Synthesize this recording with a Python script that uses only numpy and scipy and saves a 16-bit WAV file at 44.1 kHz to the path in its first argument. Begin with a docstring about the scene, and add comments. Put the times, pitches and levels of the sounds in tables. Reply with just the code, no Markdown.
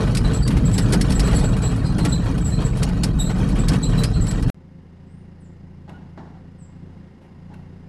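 """Inside a car on a rough dirt road. Ruts heave the body, stones drum through the tyres and grit crunches
under them; the suspension knocks, loose trim clacks and rubbing parts squeak. The drive breaks off
abruptly, and the car stands idling: each firing thumps the cabin while the valve gear hisses in step.
A small bird calls thinly from the trees, and a few soft bumps, ticks and one creak sound in the cabin."""
import sys
import numpy as np
from scipy import signal
from scipy.fft import rfft, irfft
from scipy.io import wavfile
from scipy.ndimage import uniform_filter1d

SR = 44100
rng = np.random.default_rng(int(sys.argv[2]) if len(sys.argv) > 2 else 0)


def generate_wav(signal):
    """Clip the signal to [-1, 1] and save it as 16-bit WAV at the path in sys.argv[1]."""
    frames = np.transpose(np.atleast_2d(signal))
    scaled = np.clip(frames, -1, 1) * 32767
    pcm = np.round(scaled).astype(np.int16)
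    wavfile.write(sys.argv[1], SR, pcm)


N = 347508
TIME = np.arange(N) / SR
DRIVE_END_S, IDLE_START_S = 4.5005, 4.545
CUTOFF_HZ = 12000

# The road bed. Each row: time in seconds, then relative levels of heave, tyre rumble and grit in dB.
ROAD_LEVELS = [(0, -24, -18.5, -34), (.4, -22, -22, -41), (.8, -22.5, -18, -35.5), (1.4, -18.5, -22.5, -33),
               (1.7, -24.5, -20.5, -37.5), (2.4, -23, -22, -39), (3.2, -24, -22.5, -41),
               (3.6, -20.5, -20.5, -35), (3.85, -23, -24, -41), (4.5, -22.5, -23, -38)]
# Ruts. Each row: middle in seconds, push on the heave level in dB.
RUTS = [(.075, 1.5), (.26, 8), (.41, 4.5), (.56, 6.5), (.67, 7.5), (1.22, 5), (1.38, 4.5), (2.14, 1),
        (3.19, 7.5), (3.29, 3), (3.56, 1.5), (3.68, 4.5), (3.82, -5), (4.21, 6.5), (4.47, 2.5)]
# Stony patches. Each row: middle and length in seconds, then change of tyre rumble and of grit in dB.
STONY_PATCHES = [(0.014, 0.13, -2.5, 5), (0.332, 0.26, 1.7, 7), (0.515, 0.13, 4.5, 2.5), (0.67, 0.2, 3, 1),
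                 (0.937, .24, 2.5, 2.5), (1.1, 0.089, 1.7, 2), (1.38, 0.35, 4, 2.5),
                 (1.52, 0.065, 6.5, -0.5), (2.055, 0.29, 2.5, 3), (2.297, 0.11, 0, 4.5),
                 (2.615, 0.14, 3, 5), (2.843, 0.17, 2, 8.5), (3.04, 0.22, 2.5, 2.5), (3.42, 0.16, 2.5, 4.5),
                 (3.738, 0.15, 7, 8), (3.97, 0.35, 6.5, 7.5), (4.197, 0.19, 5, -1.5), (4.47, 0.06, 5, -2.5)]
# Tone of the body on its springs, the tyres and the grit. Each row: frequency in Hz, relative gain in dB.
HEAVE_TONE = [(18, -41), (26, -23), (33, -0.5), (41, -3.5), (50, -3), (56, -4.5), (63, -8), (76, -13.5),
              (90, -23), (130, -39)]
TYRE_TONE = [(60, -18.5), (88, -11), (100, -2), (118, -0.5), (155, -3), (182, -2.5), (225, -12), (272, -10),
             (315, -17.5), (420, -28), (800, -43.5)]
GRIT_TONE = [(200, -12.5), (330, 1), (450, 3.5), (600, -1.5), (800, -6), (1000, -8), (1400, -11),
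             (1900, -13.5), (2500, -15.5), (3400, -17), (4400, -21.5), (6500, -24), (9000, -30),
             (12000, -33.5)]
# Panel resonances. Each row: frequency and width in Hz, boost or cut in dB.
PANEL_MODES = [(735, 41, 1.5), (852, 94, 5.5), (1114, 33, 5.5), (1375, 96, 3), (1496, 140, 5.5),
               (1880, 220, 4), (2530, 50, 1), (2880, 65, 4.5), (3207, 50, 2.5), (4400, 320, 5.5),
               (4900, 77, -2.5), (5270, 45, 0.5), (5400, 130, -2.5)]

# Suspension knocks. Each row: time in seconds, relative level in dB.
KNOCKS = [(0.07, -23.5), (0.254, -41), (0.505, -19), (0.569, -21), (0.785, -20), (0.935, -15.5),
          (1.273, -16.5), (1.329, -19), (1.436, -22), (1.986, -20), (2.054, -18), (2.259, -24),
          (2.887, -27.5), (3.037, -21), (3.297, -21.5), (3.579, -25), (3.735, -19.5), (4.04, -19),
          (4.494, -25)]
# Trim clacks. Each row: start in seconds, relative level in dB, length of the chatter in seconds.
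CLACKS = [(0.148, -25, .004), (0.169, -23.5, 0.0055), (0.475, -25.5, .005), (0.568, -36.5, 0.0038),
          (.778, -23, 0.01), (0.921, -24.5, 0.0092), (0.931, -25, .009), (1.009, -21.5, 0.0064),
          (1.102, -30, .005), (1.118, -28.5, 0.0065), (1.193, -24, 0.0079), (1.386, -35, 0.015),
          (1.984, -38, 0.0066), (2.048, -22, 0.0031), (2.380, -42.5, 0.0051), (2.828, -21.5, 0.0042),
          (2.887, -40, .005), (3.033, -21.5, 0.0071), (3.299, -49, .004), (3.682, -21, 0.0044),
          (3.733, -33, 0.0041), (4.034, -21.5, 0.0067), (4.266, -34.5, .005), (4.309, -32, .004),
          (4.423, -36, 0.0041)]
# Tone of a dull knock and a bright clack. Each row: frequency in Hz, relative gain in dB.
KNOCK_TONE = [(120, -20), (300, 11.5), (600, 2), (1000, -4.5), (1400, -7), (2000, -6.5), (3000, -10),
              (5000, -18), (11000, -23.5)]
CLACK_TONE = [(500, -14.5), (1200, -17.5), (2000, 1), (3200, -0.5), (4400, 1.5), (5400, -1), (6600, -3),
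              (8200, -0.5), (10000, 0), (12000, -10)]
# A loose metal clip. Each row: frequency in Hz, seconds to fade by 60 dB, relative level in dB.
CLIP_MODES = [(4920, 0.056, 2.5), (5420, 0.064, -1.5), (5400, 0.036, -6), (7950, 0.017, -7.5)]
# Trim squeaks, each a tone of its own plus a shrill one whose pitch all share. Each row: start and
# length in seconds, own pitch in Hz, relative levels of the own and the shrill tone in dB.
SQUEAKS = [(0.244, 0.021, 4055, -33, -57), (.328, 0.045, 4200, -43, -36), (0.422, 0.022, 4600, -32.5, -44),
           (.649, 0.028, 3950, -54, -35), (0.725, 0.039, 4100, -47.5, -32.5),
           (0.805, 0.036, 4100, -51, -41), (1.143, 0.037, 4150, -56, -33.5), (1.236, 0.052, 4110, -41, -37),
           (1.345, 0.041, 4360, -37, -32.5), (1.358, .02, 9940, -36, -50), (1.436, 0.034, 4150, -47, -35),
           (1.614, 0.077, 4120, -41, -35), (1.842, 0.054, 4150, -39, -55), (1.843, 0.045, 4830, -45, -53),
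           (1.993, 0.033, 4110, -38, -54), (2.082, 0.027, 4200, -55, -37.5),
           (2.119, 0.023, 4027, -28, -30.5), (2.403, 0.031, 4130, -65, -45.5),
           (2.44, 0.05, 4160, -53, -33.5), (2.509, 0.057, 4110, -40, -43), (2.64, .035, 4170, -55, -36.5),
           (3.186, 0.044, 3830, -32.5, -30.5), (3.25, 0.034, 4060, -40, -37.5),
           (3.585, 0.028, 4200, -52.5, -35.5), (3.825, 0.028, 4010, -31, -30),
           (3.974, 0.029, 4000, -32, -46), (4.056, .021, 5170, -40.5, -60),
           (4.126, 0.053, 4140, -40.5, -50), (4.206, .033, 4100, -56, -35), (4.277, 0.027, 4100, -43, -33)]
# Tone of the friction in a squeak. Each row: frequency in Hz, relative gain in dB.
SCRAPE_TONE = [(4000, -6), (6200, -8.5), (8400, -1), (9600, -12.5), (12000, -10)]

# Idle speed. Each row: time in seconds, firings per second.
FIRING_RATE = [(4.5, 28.0), (5.3, 28.3), (6.16, 28.4), (6.5, 28.7), (7.15, 28.6), (7.41, 29.0),
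               (7.88, 29.4)]
# Idle loudness. Each row: time in seconds, relative levels of hum and hiss in dB.
IDLE_LEVELS = [(4.55, -45.5, -55.5), (4.85, -44, -54), (5.2, -42, -53.5), (5.7, -41, -53.5),
               (6.2, -41, -52), (6.65, -42, -53), (6.94, -39.5, -51), (7.22, -47.5, -53), (7.5, -39, -51.5),
               (7.88, -40.5, -51.5)]
# The four cylinders in firing order. Each entry: relative strength in dB.
CYLINDER_DB = [4.5, 2, 5.5, 0.5]
# Steady shake of the engine block. Each row: multiple of the firing rate, relative level in dB.
BLOCK_SHAKE = [(1, -13), (2, -20), (3, -5.5)]
# Tone of a firing in the cabin and of the valve hiss. Each row: frequency in Hz, relative gain in dB.
CABIN_TONE = [(45, -32), (57, -20), (75, -11.5), (95, 9.5), (114, -1), (143, 3), (170, 6), (200, 0),
              (228, -18.5), (256, -5), (283, -10.5), (310, -30.5), (340, -11.5), (440, -32), (900, -64.5)]
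HISS_TONE = [(28, -10), (110, -3.5), (165, 7.5), (250, 1), (310, -6), (370, -3.5), (450, -10.5),
             (610, -17.5), (750, -14), (1000, -16), (1150, -20.5), (1900, -22.5), (2400, -29.5),
             (3500, -32.5), (5000, -35), (7000, -41.5), (12000, -50)]
# Engine bay resonances. Each row: frequency and width in Hz, boost in dB.
BAY_MODES = [(531, 26, 9.5), (1880, 58, 4), (2130, 92, 5.5), (2810, 130, 6.5), (5000, 120, 6.5)]

# Bird calls. Each row: start and length in seconds, first and last pitch in Hz, dry level in dB.
BIRD_CALLS = [(5.05, 0.13, 7500, 9100, -76), (5.15, 0.077, 8930, 9030, -80),
              (5.398, 0.028, 10100, 8100, -71), (5.403, 0.086, 8250, 6760, -69),
              (6.58, 0.084, 8400, 7200, -60)]

# Soft bumps, light ticks and rocking of the standing car.
# Each row: start in seconds, relative level in dB, length before the fade in seconds.
BUMPS = [(5.877, -41.5, 0.014), (5.89, -47, 0.014), (5.954, -54.5, .025), (6.007, -51, 0.017),
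         (6.174, -36, 0.01), (6.229, -59, .015), (6.25, -50.5, 0.038), (6.349, -47.5, 0.0067),
         (7.212, -54.5, .04), (7.5, -47.5, 0.048)]
TICKS = [(5.892, -48.5, 0.0051), (7.214, -65, 0.054), (7.537, -51, 0.0069)]
ROCKING = [(5.914, -49, .04), (7.568, -56, .08)]
# Tone of a bump and a tick. Each row: frequency in Hz, relative gain in dB.
BUMP_TONE = [(60, -25), (160, 11.5), (330, 2.5), (550, -1.5), (850, 4), (1200, -7.5), (1700, -8),
             (2400, -20.5), (4500, -23.5), (8000, -36), (12000, -55)]
TICK_TONE = [(600, -12), (1500, -4), (2700, -3), (3600, -12), (5000, -17), (7000, -22), (12000, -22)]
# Resonances of the bumped body. Each row: frequency and width in Hz, boost in dB.
BODY_MODES = [(327, 170, 5), (738, 40, 5), (860, 62, 0.5)]
# One creak after the first bump: start and length in seconds, pitch in Hz.
CREAK = (5.925, .06, 1450)


def from_db(db):
    """Decibels to gain."""
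    return 10 ** (np.asarray(db) / 20)


def rms_one(x):
    """Scale to unit rms."""
    return x / np.sqrt(np.mean(x ** 2) + 1e-20)


def in_time(rows):
    """Draw each column of an automation curve at every sample."""
    s, *columns = np.transpose(rows)
    return [np.interp(TIME, s, c) for c in columns]


def swell(middle_s, length_s):
    """A smooth rise to 1 and back."""
    out = np.zeros(N)
    span = slice(*np.searchsorted(TIME, [middle_s - length_s / 2, middle_s + length_s / 2]))
    out[span] = np.cos(np.pi * (TIME[span] - middle_s) / length_s) ** 2
    return out


def colour(x, tone, size=16384):
    """Play x through a body with the given tone: a minimum-phase response of unit energy."""
    hz, db = np.transpose(tone)
    bins = np.maximum(np.arange(size // 2 + 1) * SR / size, 1)
    decades_outside = np.abs(np.log10(bins / np.clip(bins, hz[0], hz[-1])))
    gain = from_db(np.interp(np.log(bins), np.log(hz), db) - 40 * decades_outside)
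    cepstrum = irfft(np.log(gain))
    cepstrum[1:size // 2] *= 2  # folded so that the ring follows the hit
    cepstrum[size // 2 + 1:] = 0
    response = irfft(np.exp(rfft(cepstrum)))
    return signal.oaconvolve(x, response / np.linalg.norm(response))[:N]


def steady(x, window_s):
    """Even out slow chance swells so that the road sets the level."""
    return x / np.sqrt(uniform_filter1d(x ** 2, int(window_s * SR)) + 1e-9)


def grains(per_s, spread_db):
    """Random small contacts of uneven size, at unit rms."""
    sizes = from_db(spread_db * np.minimum(rng.exponential(1, N), 4))
    hits = rng.random(N) < per_s / SR
    return rms_one(hits * sizes * rng.choice([-1, 1], N))


def scatter(x, t60, wet_db):
    """Add a diffuse, dying tail of reflections."""
    tail = rng.standard_normal(SR) * from_db(-60 * TIME[:SR] / t60)
    return x + from_db(wet_db) * signal.oaconvolve(x, tail / np.linalg.norm(tail))[:N]


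def drift(per_s):
    """A random wander at unit rms."""
    knots = rng.standard_normal(4000)
    return rms_one(np.interp(TIME * per_s, np.arange(len(knots)), knots))


def resonate(x, modes):
    """Each resonance lifts or dips a narrow band; the result is trimmed by 3 dB."""
    for hz, width, boost_db in modes:
        b, a = signal.iirpeak(hz, hz / width, fs=SR)
        x = x + (from_db(boost_db) - 1) * signal.lfilter(b, a, x + 1e-18)
    return x * from_db(-3.0)


def burst(s, db, length, t60, rise):
    """Envelope of a contact that builds, holds and dies away; times in seconds."""
    out, span = np.zeros(N), slice(int(s * SR), int((s + length + t60) * SR))
    age = TIME[span] - s
    attack = np.clip(age / rise, 0, 1)
    out[span] = attack * from_db(db - 60 * np.maximum(age - length, 0) / t60)
    return out


def noise_bursts(rows, t60, rise):
    """One puff of white noise for each row of start, level and length."""
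    return sum(burst(*row, t60, rise) for row in rows) * rng.standard_normal(N)


def ring(x, hz, t60):
    """One decaying mode, gain 1 at its centre."""
    width = np.log(1000) / (np.pi * t60)
    return signal.lfilter(*signal.iirpeak(hz, hz / width, fs=SR), x + 1e-18)


def whistle(s, length, start_hz, end_hz, db, waver, rasp_hz):
    """A gliding tone that swells and fades; its pitch wavers, and fast slips make it raspy."""
    out, span = np.zeros(N), slice(int(s * SR), int((s + length) * SR))
    along = np.linspace(0, 1, len(out[span]))
    wobble, slips = (np.interp(along, np.linspace(0, 1, n), rng.standard_normal(n)) for n in (14, 60))
    glide_hz = start_hz + (end_hz - start_hz) * along
    hz = glide_hz * (1 + waver * wobble) + rasp_hz * slips
    envelope = from_db(db) * np.sqrt(2) * np.sin(np.pi * along)
    out[span] = envelope * np.sin(2 * np.pi * np.cumsum(hz) / SR)
    return out


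def ride():
    """Level curves of the road: ruts push the heave, stony patches stir the tyres and grit."""
    heave_db, tyre_db, grit_db = in_time(ROAD_LEVELS)
    for s, push_db in RUTS:
        rebound = .8 * swell(s + .06, length_s=0.17)  # a lull while the springs come back
        heave_db = heave_db + push_db * (swell(s, length_s=0.17) - rebound)
    for s, length, rumble_db, crunch_db in STONY_PATCHES:
        patch = swell(s, length)
        tyre_db = tyre_db + rumble_db * patch
        grit_db = grit_db + crunch_db * patch
    return heave_db, tyre_db, grit_db


def body_heave(level_db):
    """The body heaves on its springs with a deep rumble."""
    rumble = colour(rng.standard_normal(N), HEAVE_TONE)
    return from_db(level_db + 0.77) * steady(rumble, window_s=0.074)


def tyre_rumble(level_db):
    """Stones drum through the tyres, too fast to tell apart."""
    drumming = colour(grains(per_s=900, spread_db=2.0), TYRE_TONE)
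    return from_db(level_db + 1.1) * steady(drumming, window_s=.08)


def grit_crunch(level_db):
    """Grit crunches under the tyres and sounds through the panels; its level flickers."""
    stones = scatter(grains(per_s=700, spread_db=2.0), t60=0.052, wet_db=0.0)
    crunch = rms_one(resonate(colour(stones, GRIT_TONE), PANEL_MODES))
    flicker_db = 1.7 * drift(per_s=60)
    return from_db(level_db + 0.43 + flicker_db) * crunch


def loose_chatter(level_db, count=3200, t60=.05):
    """Many small parts touch at random moments, each ringing briefly at a pitch of its own."""
    pings, age = np.zeros(N), TIME[:int(t60 * SR)]
    fade = from_db(-60 * age / t60)
    for when, pitch, size in rng.random((count, 3)):
        at = int(when * (N - len(age)))
        hz = 500 * 20 ** pitch  # 500 Hz to 10 kHz
        size_db = min(-np.log(1 - size), 4)
        pings[at:at + len(age)] += np.sqrt(hz) * from_db(size_db) * fade * np.sin(2 * np.pi * hz * age)
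    return from_db(level_db - 3.0) * rms_one(resonate(colour(pings, GRIT_TONE), PANEL_MODES))


def loose_ticking(level_db):
    """Loose parts give sparse, bright ticks, washed in short reflections."""
    ticking = scatter(grains(per_s=70, spread_db=6.0), t60=0.12, wet_db=16.5)
    return from_db(level_db - 14.0) * rms_one(colour(ticking, CLACK_TONE))


def road():
    """The rolling bed of sound; loose parts rattle harder where the road is gritty."""
    heave_db, tyre_db, grit_db = ride()
    rolling = body_heave(heave_db) + tyre_rumble(tyre_db) + grit_crunch(grit_db)
    return rolling + loose_chatter(grit_db) + loose_ticking(grit_db)


def suspension_knocks():
    """The suspension hits a hole and the panels answer with a short dull ring."""
    envelope = sum(burst(s - .002, db - 6.5, length=0.014, t60=0.086, rise=.001) for s, db in KNOCKS)
    return resonate(colour(envelope * rng.standard_normal(N), KNOCK_TONE), PANEL_MODES)


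def trim_clacks():
    """Loose plastic chatters in a dense cluster of contacts and sets a metal clip ringing."""
    envelope = sum(burst(s, db - .5, length, t60=0.06, rise=.003) for s, db, length in CLACKS)
    contacts = envelope * rms_one(grains(per_s=4700, spread_db=1.0) + 0.56 * rng.standard_normal(N))
    metal = sum(from_db(db + 9.5) * ring(contacts, hz, t60) for hz, t60, db in CLIP_MODES)
    return resonate(colour(contacts, CLACK_TONE), PANEL_MODES) + metal


def trim_squeaks():
    """Rubbing parts scrape and sing briefly, sagging in pitch, with weak overtones and a ringing tail."""
    shrill_hz, top_hz = 7754, 11160
    top_db, scrape_db, overtone_db = -22.5, -17.5, -14.5
    sag = np.array([1.008, 0.992])  # pitch ratio at the start and at the end
    tones, rubbing = np.zeros(N), np.zeros(N)
    for s, length, hz, own_db, shrill_db in SQUEAKS:
        tones += whistle(s, length, *(shrill_hz * sag), shrill_db - 0.5, waver=0.015, rasp_hz=142)
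        tones += whistle(s, length, *(top_hz * sag), shrill_db + top_db, waver=0.021, rasp_hz=400)
        for k in range(1, int(CUTOFF_HZ / hz) + 1):
            partial_db = own_db - 0.5 + overtone_db * (k > 1)
            tones += whistle(s, length, *(k * hz * sag), partial_db, waver=0.02, rasp_hz=.022 * k * hz)
        rubbing += from_db(shrill_db + scrape_db) * swell(s + length / 2, 2 * length)
    scrape = colour(rubbing * rng.standard_normal(N), SCRAPE_TONE)
    return scatter(tones + scrape, t60=0.3, wet_db=-1.0)


def engine_hum(firings):
    """Four uneven cylinders thump the cabin in turn, over the steady shake of the block."""
    at = np.flatnonzero(np.diff(np.floor(firings)))
    cylinder = np.round(firings[at]).astype(int) % len(CYLINDER_DB)
    pulses = np.zeros(N)
    pulses[at] = from_db(np.array(CYLINDER_DB)[cylinder] + rng.standard_normal(len(at)))
    shake = sum(from_db(db) * np.sqrt(2) * np.sin(2 * np.pi * k * firings) for k, db in BLOCK_SHAKE)
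    return 0.81 * rms_one(colour(pulses, CABIN_TONE)) + shake


def valve_hiss(firings):
    """The valve gear hisses in the engine bay, pulsing gently with each firing."""
    pulsing = 1 + 0.13 * np.cos(2 * np.pi * (firings - .2))
    return rms_one(resonate(colour(pulsing * rng.standard_normal(N), HISS_TONE), BAY_MODES))


def idling_engine(first_firing_s=4.571):
    """Hum and hiss run in step on one count of firings as the idle speed creeps up."""
    per_s, = in_time(FIRING_RATE)
    hum_db, hiss_db = in_time(IDLE_LEVELS)
    firings = np.cumsum(per_s) / SR
    firings -= np.interp(first_firing_s, TIME, firings)
    return from_db(hum_db) * engine_hum(firings) + from_db(hiss_db + 5.0) * valve_hiss(firings)


def bird():
    """Thin gliding calls, smeared by the trees."""
    calls = sum(whistle(*call, waver=0.0098, rasp_hz=160) for call in BIRD_CALLS)
    return scatter(calls, t60=0.37, wet_db=0)


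def cabin_bumps():
    """Soft blows and ticks on the standing car; it rocks a little on its springs and creaks once."""
    blows = resonate(colour(noise_bursts(BUMPS, t60=0.22, rise=0.0014), BUMP_TONE), BODY_MODES)
    ticks = colour(noise_bursts(TICKS, t60=0.032, rise=0.0022), TICK_TONE)
    sway = colour(noise_bursts(ROCKING, t60=.2, rise=.02), HEAVE_TONE)
    return scatter(blows + ticks + creak(), t60=0.67, wet_db=-5.5) + sway


def creak():
    """A short raspy tone with a faint octave above it."""
    s, length, hz = CREAK
    tone = whistle(s, length, hz, hz, db=-53.0, waver=0.0046, rasp_hz=19)
    octave = whistle(s, length, 2 * hz, 2 * hz, db=-66, waver=.006, rasp_hz=70)
    return tone + octave


def scene():
    """The drive breaks off; after a moment of silence the car is idling. Mono."""
    driving = road() + suspension_knocks() + trim_clacks() + trim_squeaks()
    standing = idling_engine() + bird() + cabin_bumps()
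    return (driving * (TIME < DRIVE_END_S) + standing * (TIME > IDLE_START_S))[None]


def record(dry):
    """A steep low-pass takes off the highest treble."""
    return signal.sosfilt(signal.ellip(10, .2, 90, CUTOFF_HZ, fs=SR, output="sos"), dry)


dry = scene()
out = record(dry)
generate_wav(out)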